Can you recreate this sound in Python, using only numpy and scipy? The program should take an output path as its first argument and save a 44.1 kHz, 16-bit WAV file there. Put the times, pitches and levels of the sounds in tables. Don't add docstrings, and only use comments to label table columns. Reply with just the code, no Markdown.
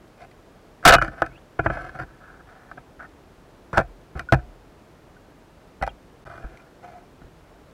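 import sys
import numpy as np
from scipy import signal
from scipy.fft import rfft, irfft
from scipy.io import wavfile
from scipy.ndimage import uniform_filter1d

SR = 44100
rng = np.random.default_rng(int(sys.argv[2]) if len(sys.argv) > 2 else 0)


def bounce(signal):
    frames = np.transpose(np.atleast_2d(signal))
    limited = np.clip(frames, -1, 1)
    pcm = np.round(limited * 32767).astype(np.int16)
    wavfile.write(sys.argv[1], SR, pcm)


N = 340893


def from_db(db):
    return 10 ** (np.asarray(db) / 20)


def rms_one(x):
    return x / np.sqrt(np.mean(x ** 2) + 1e-20)


def seconds(length_s):
    return np.arange(int(length_s * SR)) / SR


def add(out, start_s, sound):
    i = int(max(start_s, 0) * SR)
    out[i:i + len(sound)] += sound[:N - i]


def ring(force, hz, t60_s):
    radius = from_db(-60 / (t60_s * SR))
    angle = 2 * np.pi * hz / SR
    return signal.lfilter([0, np.sin(angle)], [1, -2 * radius * np.cos(angle), radius ** 2], force + 1e-18)


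def asperities(size, per_s, spread_db):
    catches = rng.random(size) < per_s / SR
    strength = rng.standard_normal(size)
    return catches * strength * from_db(spread_db * rng.standard_normal(size))


# pitch_hz [Hz], level_db [dB, relative within a register], t60_s [s]
BODY_MODES = [(40.4, -5, 0.54), (60, -3, .25), (90, -4.5, .15), (130.4, 3, .11), (180, -2.5, .055),
              (200, -7, 0.03), (322.3, -1, 0.099), (396, -6.5, .025), (490.5, -12, 0.04),
              (543, -4.5, 0.033), (690, 5, .032), (689, -17, .22), (788, -2, .055), (1000, -8.5, 0.045),
              (1124, -8, .016), (1331.6, 2, 0.034), (1486.5, 3, 0.03), (1622, -2, 0.028), (1745, -4, 0.039),
              (2021, 3.5, 0.017), (2315, -1, 0.063), (2500, -3, 0.094), (2844, -8.5, .018),
              (3183, -9, 0.022), (3630, -4.5, 0.024), (4440, 0.5, 0.0051), (5270, -4.5, .012),
              (6000, -5, .014), (7700, -7, .005), (10400, -8, 0.0079), (13315, -17.5, .003)]
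REGISTER_EDGES_HZ = [25, 450, 1080, 1880, 3400, 15000]
MODE_SCATTER = .018


def gun(force, register_db, span_s):
    out = np.zeros(len(force))
    for low, high, level_db in zip(REGISTER_EDGES_HZ, REGISTER_EDGES_HZ[1:], register_db):
        band = signal.butter(2, [low, high], "band", fs=SR, output="sos")
        drive = signal.sosfilt(band, force + 1e-18)
        sound = 0
        for hz, mode_db, t60_s in BODY_MODES:
            if low < hz <= high:
                pitch_hz = hz * (1 + MODE_SCATTER * rng.standard_normal())
                sign = rng.choice([-1, 1])
                sound = sound + sign * from_db(mode_db) * rms_one(ring(drive, pitch_hz, t60_s))
        out += from_db(level_db) * rms_one(sound)
    return out * np.sqrt(span_s * SR / len(force))


def blows(rows, rattle_db, rattle_s):
    out, t = np.zeros(N), seconds(.5)
    for start_s, contact_s, register_db in rows:
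        crunch = t / contact_s * np.exp(1 - t / contact_s)
        rattle = from_db(rattle_db) * np.exp(-t / rattle_s)
        force = (crunch + rattle) * asperities(len(t), per_s=20000, spread_db=1.5)
        add(out, start_s, gun(force, register_db, span_s=.01))
    return out


def pings(table, swell_s):
    out, t = np.zeros(N), seconds(.3)
    for start_s, pitch_hz, level_db, t60_s in table:
        decay = from_db(level_db - 60 * t / t60_s)
        swell = 1 - np.exp(-t / swell_s)
        add(out, start_s, decay * swell * np.sin(2 * np.pi * pitch_hz * t))
    return out


def squeak(curve, waver):
    point_s, pitch_hz, level_db = np.transpose(curve)
    t = np.arange(N) / SR
    unsteady = rms_one(uniform_filter1d(rng.standard_normal(N), size=60))
    pitch = np.interp(t, point_s, pitch_hz) * (1 + waver * unsteady)
    sounding = (t > point_s[0]) & (t < point_s[-1])
    tone = np.sin(2 * np.pi * np.cumsum(pitch) / SR)
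    return sounding * from_db(np.interp(t, point_s, level_db)) * tone


# start_s [s], level_db [dB], weight_db [dB, added to the thump], rebounds [count]
SHOT_SLAMS = [(0.851, 1.5, 4.5, 1), (0.8744, 5.5, -4, 4), (0.9219, -7, -1, 1), (0.936, -4, 1, 1)]
# thump_db, hollow_db, ring_db, clack_db, tick_db [dB]
SHOT_COLOUR = [-13, -0.5, 1.5, -11.5, -23]
CHATTER_S, CHATTER_LOSS_DB, CHATTER_CONTACT_S = .0085, 5, .0017


def shot_slams():
    rows = []
    for start_s, level_db, weight_db, rebounds in SHOT_SLAMS:
        tilt_db = np.array([weight_db, 0, 0, 0, 0]) + SHOT_COLOUR
        for k in range(int(round(rebounds)) + 1):
            rows.append((start_s + k * CHATTER_S, CHATTER_CONTACT_S, level_db - k * CHATTER_LOSS_DB + tilt_db))
    return blows(rows, rattle_db=-48.5, rattle_s=0.005)


# start_s [s], pitch_hz [Hz], level_db [dB], t60_s [s]
SHAFT_NOTES = [(.915, 2930, -17, 0.18), (.925, 2422, -21, 0.16)]


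def shaft_ring():
    return pings(SHAFT_NOTES, swell_s=0.0036)


# point_s [s], pitch_hz [Hz], level_db [dB]
LINE_SQUEAK = [(1.29, 2300, -70), (1.315, 2130, -56), (1.345, 2600, -63), (1.36, 2560, -50),
               (1.38, 3100, -58), (1.395, 3900, -64.5)]


def line_squeak():
    return squeak(LINE_SQUEAK, waver=0.035)


# start_s [s], level_db [dB],
# weight_db [dB], hollowness_db [dB], hardness_db [dB], bounces [count]
KNOCKS_AND_SNAPS = [(.2184, -61, 4, -4, 20, 0), (0.3116, -67, 0, 0, 24.5, 0), (.827, -45.5, -7, -4, 1, 0),
                    (0.9533, -28, 4, -4, 4, 0), (0.9626, -23.5, -2.5, -1, -1, 0),
                    (0.9828, -24, -6, -7, -4, 0), (1.0144, -26.5, -19, -8.5, -1, 0),
                    (1.0215, -23.5, -5, -5, 5.5, 0), (1.0445, -36, -16, -6, 7, 0),
                    (1.078, -37.5, 3, -8, 3.5, 0), (1.2189, -16.5, -14, 0, -7.5, 0),
                    (1.262, -39.5, -13, -4.5, 7, 0), (2.7128, -40.5, -8, -4, -1.5, 0),
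                    (3.7294, -33, 3.5, 1, 0.5, 0), (3.7715, -17.5, -5.5, -1.5, -2.5, 0),
                    (3.7778, -14, -4.5, 2, -2.5, 3), (4.1928, -35.5, -10, -6, 13.5, 0),
                    (4.3223, -12.5, 1.5, 2.5, 0.5, 2), (5.8236, -25.5, -8.5, 2.5, 4.5, 1),
                    (5.865, -42, -0.5, 2, 12, 0), (5.875, -32, -12.5, 1.5, 3, 0), (6.572, -61, 0, 4, 22, 0)]
# thump_db, hollow_db, ring_db, clack_db, tick_db [dB]
KNOCK_COLOUR = [2, 0, -0.5, -15.5, -24]
KNOCK_CONTACT_S, BOUNCE_S, BOUNCE_LOSS_DB = .001, .0105, 6
CLACK_HARDNESS = 0.97


def knocks_and_snaps():
    rows = []
    for start_s, level_db, weight_db, hollow_db, hard_db, bounces in KNOCKS_AND_SNAPS:
        for k in range(int(round(bounces)) + 1):
            hollow = hollow_db / (k + 1)
            tilt_db = np.array([weight_db, hollow, -hollow, CLACK_HARDNESS * hard_db, hard_db])
            register_db = level_db - k * BOUNCE_LOSS_DB + tilt_db + KNOCK_COLOUR
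            rows.append((start_s + k * BOUNCE_S, KNOCK_CONTACT_S, register_db))
    return blows(rows, rattle_db=-24.5, rattle_s=0.016)


# start_s [s], contact_s [s], level_db [dB], weight_db [dB]
SOFT_SLAPS = [(1.234, 0.0054, -35.5, -0.5), (1.589, .0026, -21, 0.5), (1.6595, 0.002, -19.5, 1.5),
              (1.698, 0.002, -26, 2), (1.769, 0.0019, -33.5, -14), (1.949, 0.0014, -42.5, 3),
              (1.9865, 0.0026, -43, 1), (2.772, 0.0033, -41, -1.5), (4.151, 0.0039, -44, 13),
              (4.383, .006, -46, 4.5), (5.8105, 0.0034, -38.5, 3), (6.434, 0.0071, -43, 8),
              (7.214, 0.0031, -53.5, 10), (7.244, 0.0023, -65.5, 19.5)]
# thump_db, hollow_db, ring_db, clack_db, tick_db [dB]
SLAP_COLOUR = [-0.5, 0.5, .5, -14.5, -40.5]


def soft_slaps():
    rows = []
    for start_s, contact_s, level_db, weight_db in SOFT_SLAPS:
        register_db = level_db + np.array([weight_db, 0, 0, 0, 0]) + SLAP_COLOUR
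        rows.append((start_s, contact_s, register_db))
    return blows(rows, rattle_db=-21, rattle_s=0.03)


# thump_db, hollow_db, ring_db, clack_db, tick_db [dB]
RUB_COLOUR = [-0.5, -0.5, 0, -12.5, -22.5]
GRIP_CLACK, GRIP_TICK = 1, 1.3


def rub_colour(level_db, weight_db, grip_db):
    tilt_db = np.array([weight_db, grip_db, -grip_db, GRIP_CLACK * grip_db, GRIP_TICK * grip_db])
    return level_db + tilt_db + RUB_COLOUR


# start_s [s], end_s [s], fade_db [dB over the stroke], level_db [dB],
# weight_db [dB], grip_db [dB]
RUB_STROKES = [(0.174, 0.249, -10.5, -51.5, -4, 4.5), (.829, 0.847, -14, -39, -12, -1),
               (1.029, 1.115, 22, -41, -1, 1), (1.11, 1.209, -2, -46.5, -9, -0.5),
               (1.242, 1.392, 4, -59.5, 10, -1), (1.631, 1.67, 4, -41, 1, 0.5),
               (1.701, 1.90, 6.5, -40, -3, -0.5), (1.901, 1.98, -5, -47.5, -4, 0),
               (1.985, 2.043, 17, -37.5, 1, -1.5), (2.049, 2.185, -2, -64, 8, -5),
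               (2.2, 2.412, 1, -56, -7.5, -4.5), (2.465, 2.702, 2, -56, -10, -1),
               (2.99, 3.054, 5.5, -46, -11, -4), (3.728, 3.803, 6, -34, -6, -2),
               (4.159, 4.214, 3, -43.5, 1, 1), (6.245, 6.4, 3, -46.5, -1.5, 0),
               (6.402, 6.698, 16, -56.5, 0, 1.5), (6.822, 7.01, 12, -53, -3.5, 3.5)]


def rubbing(edge_s, judder_points_per_s, judder_db):
    out = np.zeros(N)
    for start_s, end_s, fade_db, level_db, weight_db, grip_db in RUB_STROKES:
        length_s = max(end_s - start_s, edge_s)
        t = seconds(length_s + .2)
        onset = np.clip(t / edge_s, 0, 1)
        release = np.clip((length_s - t) / edge_s + 1, 0, 1)
        press = onset * release * from_db(-fade_db * t / length_s)
        judder = np.interp(t * judder_points_per_s, np.arange(200), rng.standard_normal(size=200))
        force = press * from_db(judder_db * judder) * asperities(len(t), per_s=3600, spread_db=3.5)
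        add(out, start_s, gun(force, rub_colour(level_db, weight_db, grip_db), span_s=length_s))
    return out


# start_s [s], pitch_hz [Hz], level_db [dB], t60_s [s]
KNOCK_NOTES = [(1.024, 330, -24.5, 0.17), (1.2215, 330, -23.5, 0.078), (4.326, 720, -32.5, .33),
               (5.8238, 784, -12.5, 0.082), (5.8238, 1986, -23, 0.064), (5.8762, 820, -11, 0.019)]


def knock_notes():
    return pings(KNOCK_NOTES, swell_s=0.0016)


# start_s [s], pitch_hz [Hz], level_db [dB], t60_s [s]
LOW_BOOMS = [(2.0, 45, -47, .4), (4.156, 70.7, -24.5, 0.22), (4.345, 50, -38, 0.54),
             (5.812, 54.7, -25, 0.31), (6.442, 47.3, -20, 0.12), (7.243, 45, -34.5, 0.12)]


def low_booms():
    return pings(LOW_BOOMS, swell_s=0.0043)


# point_s [s], pitch_hz [Hz], level_db [dB]
BAND_GROAN = [(6.80, 714, -71), (6.86, 710, -42.5), (6.92, 705, -58), (6.96, 704, -39.5), (7.0, 690, -56.5),
              (7.05, 704, -52)]


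def band_groan():
    return squeak(BAND_GROAN, waver=0.0567)


# start_s [s], pitch_hz [Hz], level_db [dB], t60_s [s]
BUBBLE_NOTES = [(4.2875, 1460, -19, 0.059), (5.165, 1497, -37.5, 0.031), (5.891, 3210, -30, 0.021),
                (5.901, 2780, -37, .02), (6.572, 2250, -41, 0.018), (6.598, 2390, -41, 0.027)]


def bubbles():
    return pings(BUBBLE_NOTES, swell_s=0.0026)


# [dB per Hz, relative]
SEA_SPECTRUM = [(19, -30), (32, 3.5), (114, -2), (164, -1.5), (212, -3), (297, -2.5), (438, -4),
                (473, -4.5), (552, -7), (645, -5.5), (735, -9), (1560, -15.5), (2020, -19.5), (2550, -22),
                (15600, -40)]
SEA_DB = -51


def sea():
    hz, density_db = np.transpose(SEA_SPECTRUM)
    bins_hz = np.maximum(np.arange(N // 2 + 1) * SR / N, 1)
    colour = from_db(np.interp(np.log(bins_hz), np.log(hz), density_db))
    wash = irfft(rfft(rng.standard_normal(N)) * colour, N)
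    return from_db(SEA_DB) * rms_one(wash)


def crackle(per_s, gain_db):
    snaps = (rng.random(N) < per_s / SR) * rng.uniform(0.18, 1, N)
    ticks = np.zeros(N)
    for hz, mode_db, t60_s in BODY_MODES:
        if hz > REGISTER_EDGES_HZ[-2]:
            ticks += from_db(mode_db) * ring(snaps, hz, t60_s)
    return from_db(gain_db) * ticks


def scene():
    shot = shot_slams() + shaft_ring() + line_squeak()
    handling = knocks_and_snaps() + soft_slaps()
    handling += rubbing(edge_s=0.0045, judder_points_per_s=160.7, judder_db=3.0)
    handling += knock_notes() + low_booms() + band_groan()
    water = bubbles() + sea() + crackle(per_s=3.6, gain_db=-59.0)
    return (shot + handling + water)[None]


# start_s [s], end_s [s]
DROPOUT_SPAN = (6.2425, 6.2525)
OVERLOAD = .48
CUTOFF_HZ = 15900


def record(dry):
    clipped = np.clip(dry, -OVERLOAD, OVERLOAD)
    t = np.arange(N) / SR
    dropped = (t > DROPOUT_SPAN[0]) & (t < DROPOUT_SPAN[1])
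    clipped = clipped * np.where(dropped, .03, 1)
    lowpass = signal.firwin(201, CUTOFF_HZ, fs=SR)
    return signal.fftconvolve(clipped, lowpass[None], mode="same")


dry = scene()
out = record(dry)
bounce(out)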